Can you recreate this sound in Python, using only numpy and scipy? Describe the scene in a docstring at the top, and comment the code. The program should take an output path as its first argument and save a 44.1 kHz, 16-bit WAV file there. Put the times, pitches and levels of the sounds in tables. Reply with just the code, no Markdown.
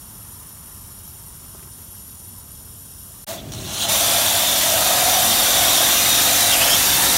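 """Outdoors, over faint far traffic, a garden hose hisses and water plops into a plastic bottle.
At 3.25 s a hard cut leads to a pressure washer: its foam lance spits trapped air as the pump starts to drone.
The lance squeaks, cracks, sputters foam and chokes, then opens to a full jet at 3.9 s.
The jet sweeps a car: panels drum, and the hiss rings and phases against its bounce off the ground.
From 4.6 s the nozzle closes in and a splash joins; near the end the ring swoops over the rear corner."""
import sys
import numpy as np
from scipy import signal
from scipy.fft import rfft, irfft, next_fast_len
from scipy.io import wavfile
from scipy.ndimage import uniform_filter1d, map_coordinates

SR = 44100
rng = np.random.default_rng(int(sys.argv[2]) if len(sys.argv) > 2 else 0)


def inscribe(sig):
    """Save sig as 16-bit PCM at rate SR to the path in sys.argv[1].

    A 1-D sig is mono; a 2-D sig holds one channel per row.
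    Samples are clipped to [-1, 1] before scaling.
    """
    pcm = np.round(np.clip(np.atleast_2d(sig).T, -1, 1) * 32767)
    wavfile.write(sys.argv[1], SR, pcm.astype(np.int16))


N = 316197
TIME = np.arange(N) / SR
FILL_END_S, WASH_START_S = 3.246, 3.266
CLOSE_IN_S, CLOSE_IN_TAKES_S = 4.6, 1.3  # the nozzle nears the rear of the car


def gain_of(db):
    """Decibels to gain."""
    return np.exp(np.asarray(db) * (np.log(10) / 20))


def unit_rms(x):
    """Scales x to rms 1."""
    return x / np.sqrt(np.mean(x ** 2) + 1e-20)


def swell(s, half_s):
    """A smooth bump of height 1 around a moment."""
    return np.exp(-((TIME - s) / half_s) ** 2)


def fade_in(s, rise_s):
    """A ramp from 0 to 1, starting at s."""
    return np.clip((TIME - s) / rise_s, 0, 1)


def since(s):
    """Seconds since s, zero before it."""
    return np.maximum(TIME - s, 0)


def automation(rows):
    """One curve for each column after the time column."""
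    s, *columns = np.transpose(rows)
    return [np.interp(TIME, s, column) for column in columns]


def eq(x, points):
    """Shapes x with an EQ curve, at rms 1."""
    f, db = np.transpose(points)
    size = next_fast_len(N, real=True)
    hz = np.fft.rfftfreq(size, 1 / SR)
    response = gain_of(np.interp(np.log(hz + 1), np.log(f), db))
    return unit_rms(irfft(rfft(x, size) * response, size)[:N])


def delayed(x, ms):
    """x heard along a longer path, whose lag may move."""
    return map_coordinates(x, [(TIME - ms / 1000) * SR], order=3)


def wander(rate_hz):
    """A random modulator at rms 1, moving at up to about rate_hz."""
    knots = rng.standard_normal(8000)
    return unit_rms(np.interp(TIME * 2 * rate_hz, np.arange(len(knots)), knots))


def turbulence(patchy_db, drift_db):
    """White noise with quick, broad patches of level and narrow ones that linger."""
    def patches(bins, frames):
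        across_pitch = uniform_filter1d(rng.standard_normal(spectra.shape), bins, axis=0)
        return unit_rms(uniform_filter1d(across_pitch, frames, axis=1))

    spectra = signal.stft(rng.standard_normal(N), nperseg=512)[2]
    level_db = patchy_db * patches(bins=14, frames=2) + drift_db * patches(bins=3, frames=18)
    return unit_rms(signal.istft(spectra * gain_of(level_db), nperseg=512)[1][:N])


def drops(per_s, spread_db):
    """Random impacts, most small and a few large."""
    size = gain_of(spread_db * np.minimum(rng.exponential(1, N), 4))
    return unit_rms(size * rng.choice([-1, 1], N) * (rng.random(N) < per_s / SR))


def ring(hz, width_hz):
    """Noise in a steep resonance that may move, at rms 1."""
    pole = np.exp(-np.pi * width_hz / SR)
    slow = signal.lfilter([1 - pole], [1, -2 * pole, pole * pole], rng.random(N) - .5)
    phase = np.float32(2 * np.pi * (np.cumsum(np.broadcast_to(hz / SR, N)) % 1))
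    return unit_rms(slow * np.cos(phase) + slow[::-1] * np.sin(phase))


AIR_EQ = [(12, -57), (20, -29), (25, -13), (36, -6.5), (91, -1.5), (123, -6), (229, -11.5), (258, -15),
          (375, -20), (505, -24), (700, -25.5), (910, -51), (1540, -120)]  # low end of the open air: f/Hz, gain/dB
TRAFFIC_EQ = [(350, -28), (650, -10), (950, -0.5), (1300, -2.5), (1700, -8.5), (2600, -15.5), (4000, -47)]  # midrange wash of far traffic: f/Hz, gain/dB
TRAFFIC_FADER = [(0, -53), (.8, -53), (1.6, -55), (2.2, -56.5), (3.2, -56)]  # the traffic eases off: t/s, level/dB


def outdoors():
    """The ambience bed: open-air rumble and far traffic."""
    traffic_db, = automation(TRAFFIC_FADER)
    air = gain_of(-45) * eq(rng.standard_normal(N), AIR_EQ)
    return air + gain_of(traffic_db) * eq(turbulence(patchy_db=.6, drift_db=1.2), TRAFFIC_EQ)


HOSE_EQ = [(2000, -30), (2650, -11.5), (2850, -9), (4200, -8.5), (4900, -8), (5400, 0), (6500, -7),
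           (7800, -0.5), (8400, -3.5), (10600, 0), (12100, -2), (12600, -10), (13300, 0), (15800, -5)]  # bright hiss of the connector: f/Hz, gain/dB
HOSE_MODES = [(2860, 150, -67.5), (3170, 75, -67.5), (3336, 90, -66.5), (3740, 140, -66.5),
              (4340, 80, -70.5), (5300, 200, -64.5), (5620, 200, -60.5), (5970, 120, -62.5),
              (6430, 50, -66.5), (6980, 300, -57), (7860, 200, -69), (9200, 330, -51), (9620, 400, -47),
              (10400, 480, -54), (11600, 50, -49.5), (11760, 400, -51), (15450, 80, -59)]  # its ringing cavities: f/Hz, width/Hz, level/dB


def hose():
    """Water cavitates in the half-open connector: a fluttering hiss rings its cavities, near a wall."""
    fizz = turbulence(patchy_db=1.5, drift_db=1.2) + .5 * drops(per_s=3000, spread_db=3.5)
    hiss = gain_of(-45) * eq(fizz, HOSE_EQ)
    whistles = sum(gain_of(db) * ring(hz, width) for hz, width, db in HOSE_MODES)
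    flutter_db = .6 * wander(rate_hz=280) + .3 * wander(rate_hz=35)
    dip_db = -2 * swell(2.45, half_s=.035)
    direct = (hiss + whistles) * gain_of(dip_db + flutter_db)
    return direct + .21 * delayed(direct, ms=5.25)  # wall reflection


# water landing in the bottle: t/s, relative splash level/dB, splash f/Hz, relative knock level/dB
PLOP_CUES = [(1.439, -45, 2400, -48), (1.548, -37, 850, -33), (1.592, -40, 1350, -42),
             (1.626, -41, 2100, -38), (1.671, -43, 1250, -44), (1.785, -46, 1200, -43),
             (1.949, -47, 1550, -55), (3.105, -44, 700, -43)]


def plops(bottle_hz=387):
    """Each plop is a short splash and a knock of the air in the bottle."""
    out, t = np.zeros(N), np.arange(4000) / SR
    knock = np.sin(2 * np.pi * bottle_hz * t) * np.exp(-t / .0098)
    for s, splash_db, hz, knock_db in PLOP_CUES:
        band = signal.butter(2, [hz * .73, hz * 1.3], "band", fs=SR)
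        splash = unit_rms(signal.lfilter(*band, rng.standard_normal(len(t)))) * np.exp(-t / .0085)
        out[round(s * SR):][:len(t)] += gain_of(splash_db) * splash + gain_of(knock_db) * knock
    return .5 * out


def lance_envelope(water_s=3.518, full_s=3.88):
    """Spray gain and mist share: trapped air spits, water gushes, pressure builds, the jet opens."""
    sag_db = -78 * since(WASH_START_S)
    release_db = -210 * since(WASH_START_S + .083)
    spit = gain_of(-30.5 + sag_db + release_db)
    dribble = gain_of(-51.5)
    gush = gain_of(-42 - 62 * since(water_s))
    choke_db = -8.5 * swell(full_s, half_s=.027)
    build = gain_of(-21.5 - 67 * np.maximum(full_s - TIME, 0) + choke_db)
    opened = fade_in(full_s, rise_s=.019)
    full_jet = gain_of(-19.95 + 1.55 * fade_in(CLOSE_IN_S, CLOSE_IN_TAKES_S))
    foam_power = (1 - opened) * (dribble ** 2 + fade_in(water_s, rise_s=.004) * (gush ** 2 + build ** 2))
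    mist_power = spit ** 2 + opened * full_jet ** 2
    power = foam_power + mist_power
    return np.sqrt(power), np.clip(mist_power / power, .044, 1)  # some water always blows to mist


JET_EQ = [(350, -20.5), (550, -1.5), (900, 0), (1300, -1.5), (2200, -2.5), (3000, 0.5), (4300, 1),
          (4900, -0.5), (6500, 1), (7900, -1.5), (9400, 2), (10400, -2.5), (11600, 1.5), (15800, -4.5)]  # broad hiss of mist: f/Hz, gain/dB
FOAM_EQ = [(400, -12), (800, 5.5), (1800, -1), (2400, 0.5), (3100, 9.5), (4200, 9.5), (4700, -3), (5700, 8),
           (6900, 6), (7550, -2), (8200, 4.5), (9300, 3.5), (10700, -3), (15800, -3.5)]  # hollow sputter of foam: f/Hz, gain/dB
LANCE_MODES = [(3590, 140, -22), (7180, 400, -14), (9740, 540, -19.5)]  # resonances of the lance: f/Hz, width/Hz, relative level/dB


def spray():
    """The lance crossfades between sputtering foam and a jet of mist, which rings where it strikes."""
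    gain, mist = lance_envelope()
    rush = turbulence(patchy_db=1, drift_db=1.53) + .4 * drops(per_s=6000, spread_db=3)
    jet = gain_of(2) * eq(rush, JET_EQ)
    sputter = turbulence(patchy_db=2.7, drift_db=2) + .5 * drops(per_s=2500, spread_db=4)
    foam = gain_of(3.5) * eq(sputter, FOAM_EQ)
    modes = sum(gain_of(db) * ring(hz, width) for hz, width, db in LANCE_MODES)
    return gain * (np.sqrt(mist) * (jet + strike_ring()) + np.sqrt(1 - mist) * foam + modes)


# the struck spot: t/s, ring f/Hz, relative ring level/dB, overtone f/Hz, relative overtone level/dB
STRIKE_TONES = [(3.27, 3510, -12, 5900, -27), (3.98, 3630, -8, 5890, -11), (4.35, 3518, -6, 5830, -16.5),
                (4.85, 3620, -10, 5800, -15), (5.45, 3665, -7, 5960, -11), (5.79, 3550, -2.8, 5680, -12),
                (5.95, 3640, -7, 5910, -7), (6.42, 3845, -9, 5610, -14), (6.56, 3634, -8.5, 5700, -24),
                (6.72, 3632, -10.5, 5750, -14), (6.92, 3617, -10.5, 5750, -13), (7.1, 3900, -9, 5950, -13)]
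CORNER_SWOOP = [(6.485, 0, 1), (6.518, -130, 8), (6.548, -880, 7), (6.578, -1140, -5), (6.618, -1000, 4.5),
                (6.646, -300, 7), (6.68, -600, 0), (6.735, -340, 9), (6.78, 0, 1)]  # dive and return over the car's rear corner: t/s, shift/Hz, gain/dB


def strike_ring():
    """The spot under the jet rings in two bands that waver together, as it never holds still."""
    ring_hz, ring_db, overtone_hz, overtone_db = automation(STRIKE_TONES)
    shift_hz, swoop_db = automation(CORNER_SWOOP)
    bent_hz = (ring_hz + shift_hz) * (1 + .018 * wander(rate_hz=16))
    core = .68 * ring(bent_hz, width_hz=340) + .66 * ring(bent_hz * .98, width_hz=850)
    core *= gain_of(ring_db + wander(rate_hz=18))
    overtone = ring(overtone_hz + bent_hz - ring_hz, width_hz=383)
    overtone *= gain_of(overtone_db + 1.6 * wander(rate_hz=14))
    return gain_of(swoop_db) * (core + overtone)


# turning points of the hand; the ground bounce lags more as the nozzle lifts: t/s, lag/ms
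HAND_SWEEPS = [(3.8, 3.56), (4.07, 3.78), (4.57, 3.04), (4.85, 3.21), (5.36, 2.48), (5.75, 2.76),
               (6.11, 2.37), (6.47, 2.57), (6.71, 2.25), (6.88, 2.3), (7.08, 2.18)]


def ground_phasing(direct):
    """A bounce off the concrete and a later one via the car's side comb the jet as the hand sweeps."""
    s, lags_ms = np.transpose(HAND_SWEEPS)
    turns = np.arange(len(s))
    sweep, progress = np.divmod(np.interp(TIME, s, turns), 1)
    eased = np.sin(np.pi / 2 * progress) ** 2
    lag_ms = np.interp(sweep + eased, turns, lags_ms)
    bounce = signal.lfilter([.85, .15], [1], direct)  # rough ground dulls it
    return direct + .27 * delayed(bounce, lag_ms) + .11 * delayed(bounce, lag_ms + 2.2)


PISTON_ORDERS = [(1, -53), (2, -50), (3, -53), (4, -48), (5, -47), (6, -43), (7, -47), (8, -54), (9, -53),
                 (11, -42.5), (12, -43.5), (15, -39)]  # the drone's partials: multiple of shaft speed, relative level/dB
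HUM_PARTIALS = [(100, -46), (200, -46)]  # mains hum of the motor: f/Hz, relative level/dB
RUMBLE_FADER = [(3.27, -41), (3.42, -34), (6.4, -33.5), (7.17, -29)]  # rumble of machine and yard: t/s, relative level/dB
RUMBLE_EQ = [(20, -28), (35, -8), (55, 1), (110, 3), (160, -2.5), (240, -3), (380, -3), (470, -14),
             (800, -25.5)]  # tone of that rumble: f/Hz, gain/dB


def pump(idle_hz=50, loaded_hz=46.73):
    """Under load the shaft slows, the piston strokes harden and the hum surges, over a rough rumble."""
    shaft_hz = loaded_hz + (idle_hz - loaded_hz) * np.exp(-since(3.78) / .6)
    turns = np.cumsum(shaft_hz * (1 + .0015 * wander(rate_hz=6))) / SR
    soft_db, hard_db = -16, 1.26
    load_db = hard_db + (soft_db - hard_db) * np.exp(-since(WASH_START_S) / .89)
    surge_db = -2 + 5.5 * swell(3.88, half_s=.37)
    strokes, hum = np.zeros((2, N))
    for order, db in PISTON_ORDERS:
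        hardness = np.sqrt(order / 5)  # load sharpens the strokes, so high orders gain most
        gain = gain_of(db + hardness * load_db + 1.5 * wander(rate_hz=5))
        strokes += gain * np.sin(2 * np.pi * (order * turns + rng.random()))
    for hz, db in HUM_PARTIALS:
        gain = gain_of(db + surge_db + 1.4 * wander(rate_hz=3))
        hum += gain * np.sin(2 * np.pi * (hz * TIME + rng.random()))
    rumble_db, = automation(RUMBLE_FADER)
    rumble = gain_of(rumble_db - 2.5) * eq(rng.standard_normal(N), RUMBLE_EQ)
    shudder = gain_of(-36) * swell(3.52, half_s=.15) * ring(120, width_hz=80)  # the hose fills
    return np.sqrt(2) * (strokes + hum) + rumble + shudder


PANEL_DRUM = [(3.32, -34, 652), (3.42, -45.5, 642), (3.79, -43.5, 655.8), (3.885, -29, 685),
              (4.3, -28, 695), (4.64, -28.8, 662), (4.87, -23.8, 668), (5.13, -23.6, 720),
              (5.27, -27.5, 710), (5.83, -26, 686.7), (6.0, -34.5, 695), (6.42, -28, 712), (6.68, -29, 660),
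              (6.82, -34.5, 775)]  # doors and windows under the jet: t/s, level/dB, f/Hz


def car_panels():
    """The jet drums on the panels: one gliding resonance and a patter of drops."""
    level_db, hz = automation(PANEL_DRUM)
    patter_eq = [(400, -35), (560, -3), (800, -.5), (1200, -5), (2200, -7.5), (5000, -23.5)]
    patter = gain_of(-5.5) * eq(drops(per_s=4000, spread_db=2), patter_eq)
    body = gain_of(-1.5) * ring(hz, width_hz=138)
    return gain_of(level_db + 1.1 * wander(rate_hz=25)) * (body + patter)


def air_squeak():
    """The last of the air squeaks out of the nozzle."""
    return gain_of(-38) * swell(3.394, half_s=.02) * ring(3470, width_hz=650)


SLUG_CUES = [(3.52, -23), (3.536, -21), (3.548, -26)]  # slugs of water bursting out: t/s, relative level/dB


def water_slugs():
    """Short cracks as water follows the trapped air out of the nozzle."""
    bursts = sum(gain_of(db) * (TIME > s) * np.exp(-since(s) / .0024) for s, db in SLUG_CUES)
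    return .5 * bursts * eq(rng.standard_normal(N), FOAM_EQ)


SPLASH_EQ = [(700, -21), (1200, -1), (2100, -0.5), (3200, -16), (6000, -35)]  # wet midrange of water on the car: f/Hz, gain/dB


def close_splash():
    """A splash fades in as the nozzle closes in on the car."""
    splash = eq(turbulence(patchy_db=2.5, drift_db=3), SPLASH_EQ)
    return gain_of(-30.8) * fade_in(CLOSE_IN_S, CLOSE_IN_TAKES_S) * splash


def wing_boom():
    """The rear wing booms once under the jet."""
    return gain_of(-35.5) * swell(5.33, half_s=.076) * ring(229, width_hz=16)


def scene():
    """Bottle filling, a hard cut, then the car wash, the same in both ears."""
    cut = np.clip((FILL_END_S - TIME) / .002, 0, 1)
    filling = (outdoors() + hose() + plops()) * cut
    nozzle = ground_phasing(spray() + air_squeak() + water_slugs())
    car = car_panels() + close_splash() + wing_boom()
    washing = (nozzle + pump() + car) * fade_in(WASH_START_S, rise_s=.021)
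    return np.tile(filling + washing, (2, 1))


def record(dry):
    """Master EQ: a bass roll-off, then a steep high cut."""
    low_cut = signal.butter(3, 32, "high", fs=SR, output="sos")
    high_cut = signal.firwin(1601, 15780, window=("kaiser", 9), fs=SR)
    return signal.oaconvolve(signal.sosfilt(low_cut, dry), high_cut[None], "same")


dry = scene()
out = record(dry)
inscribe(out)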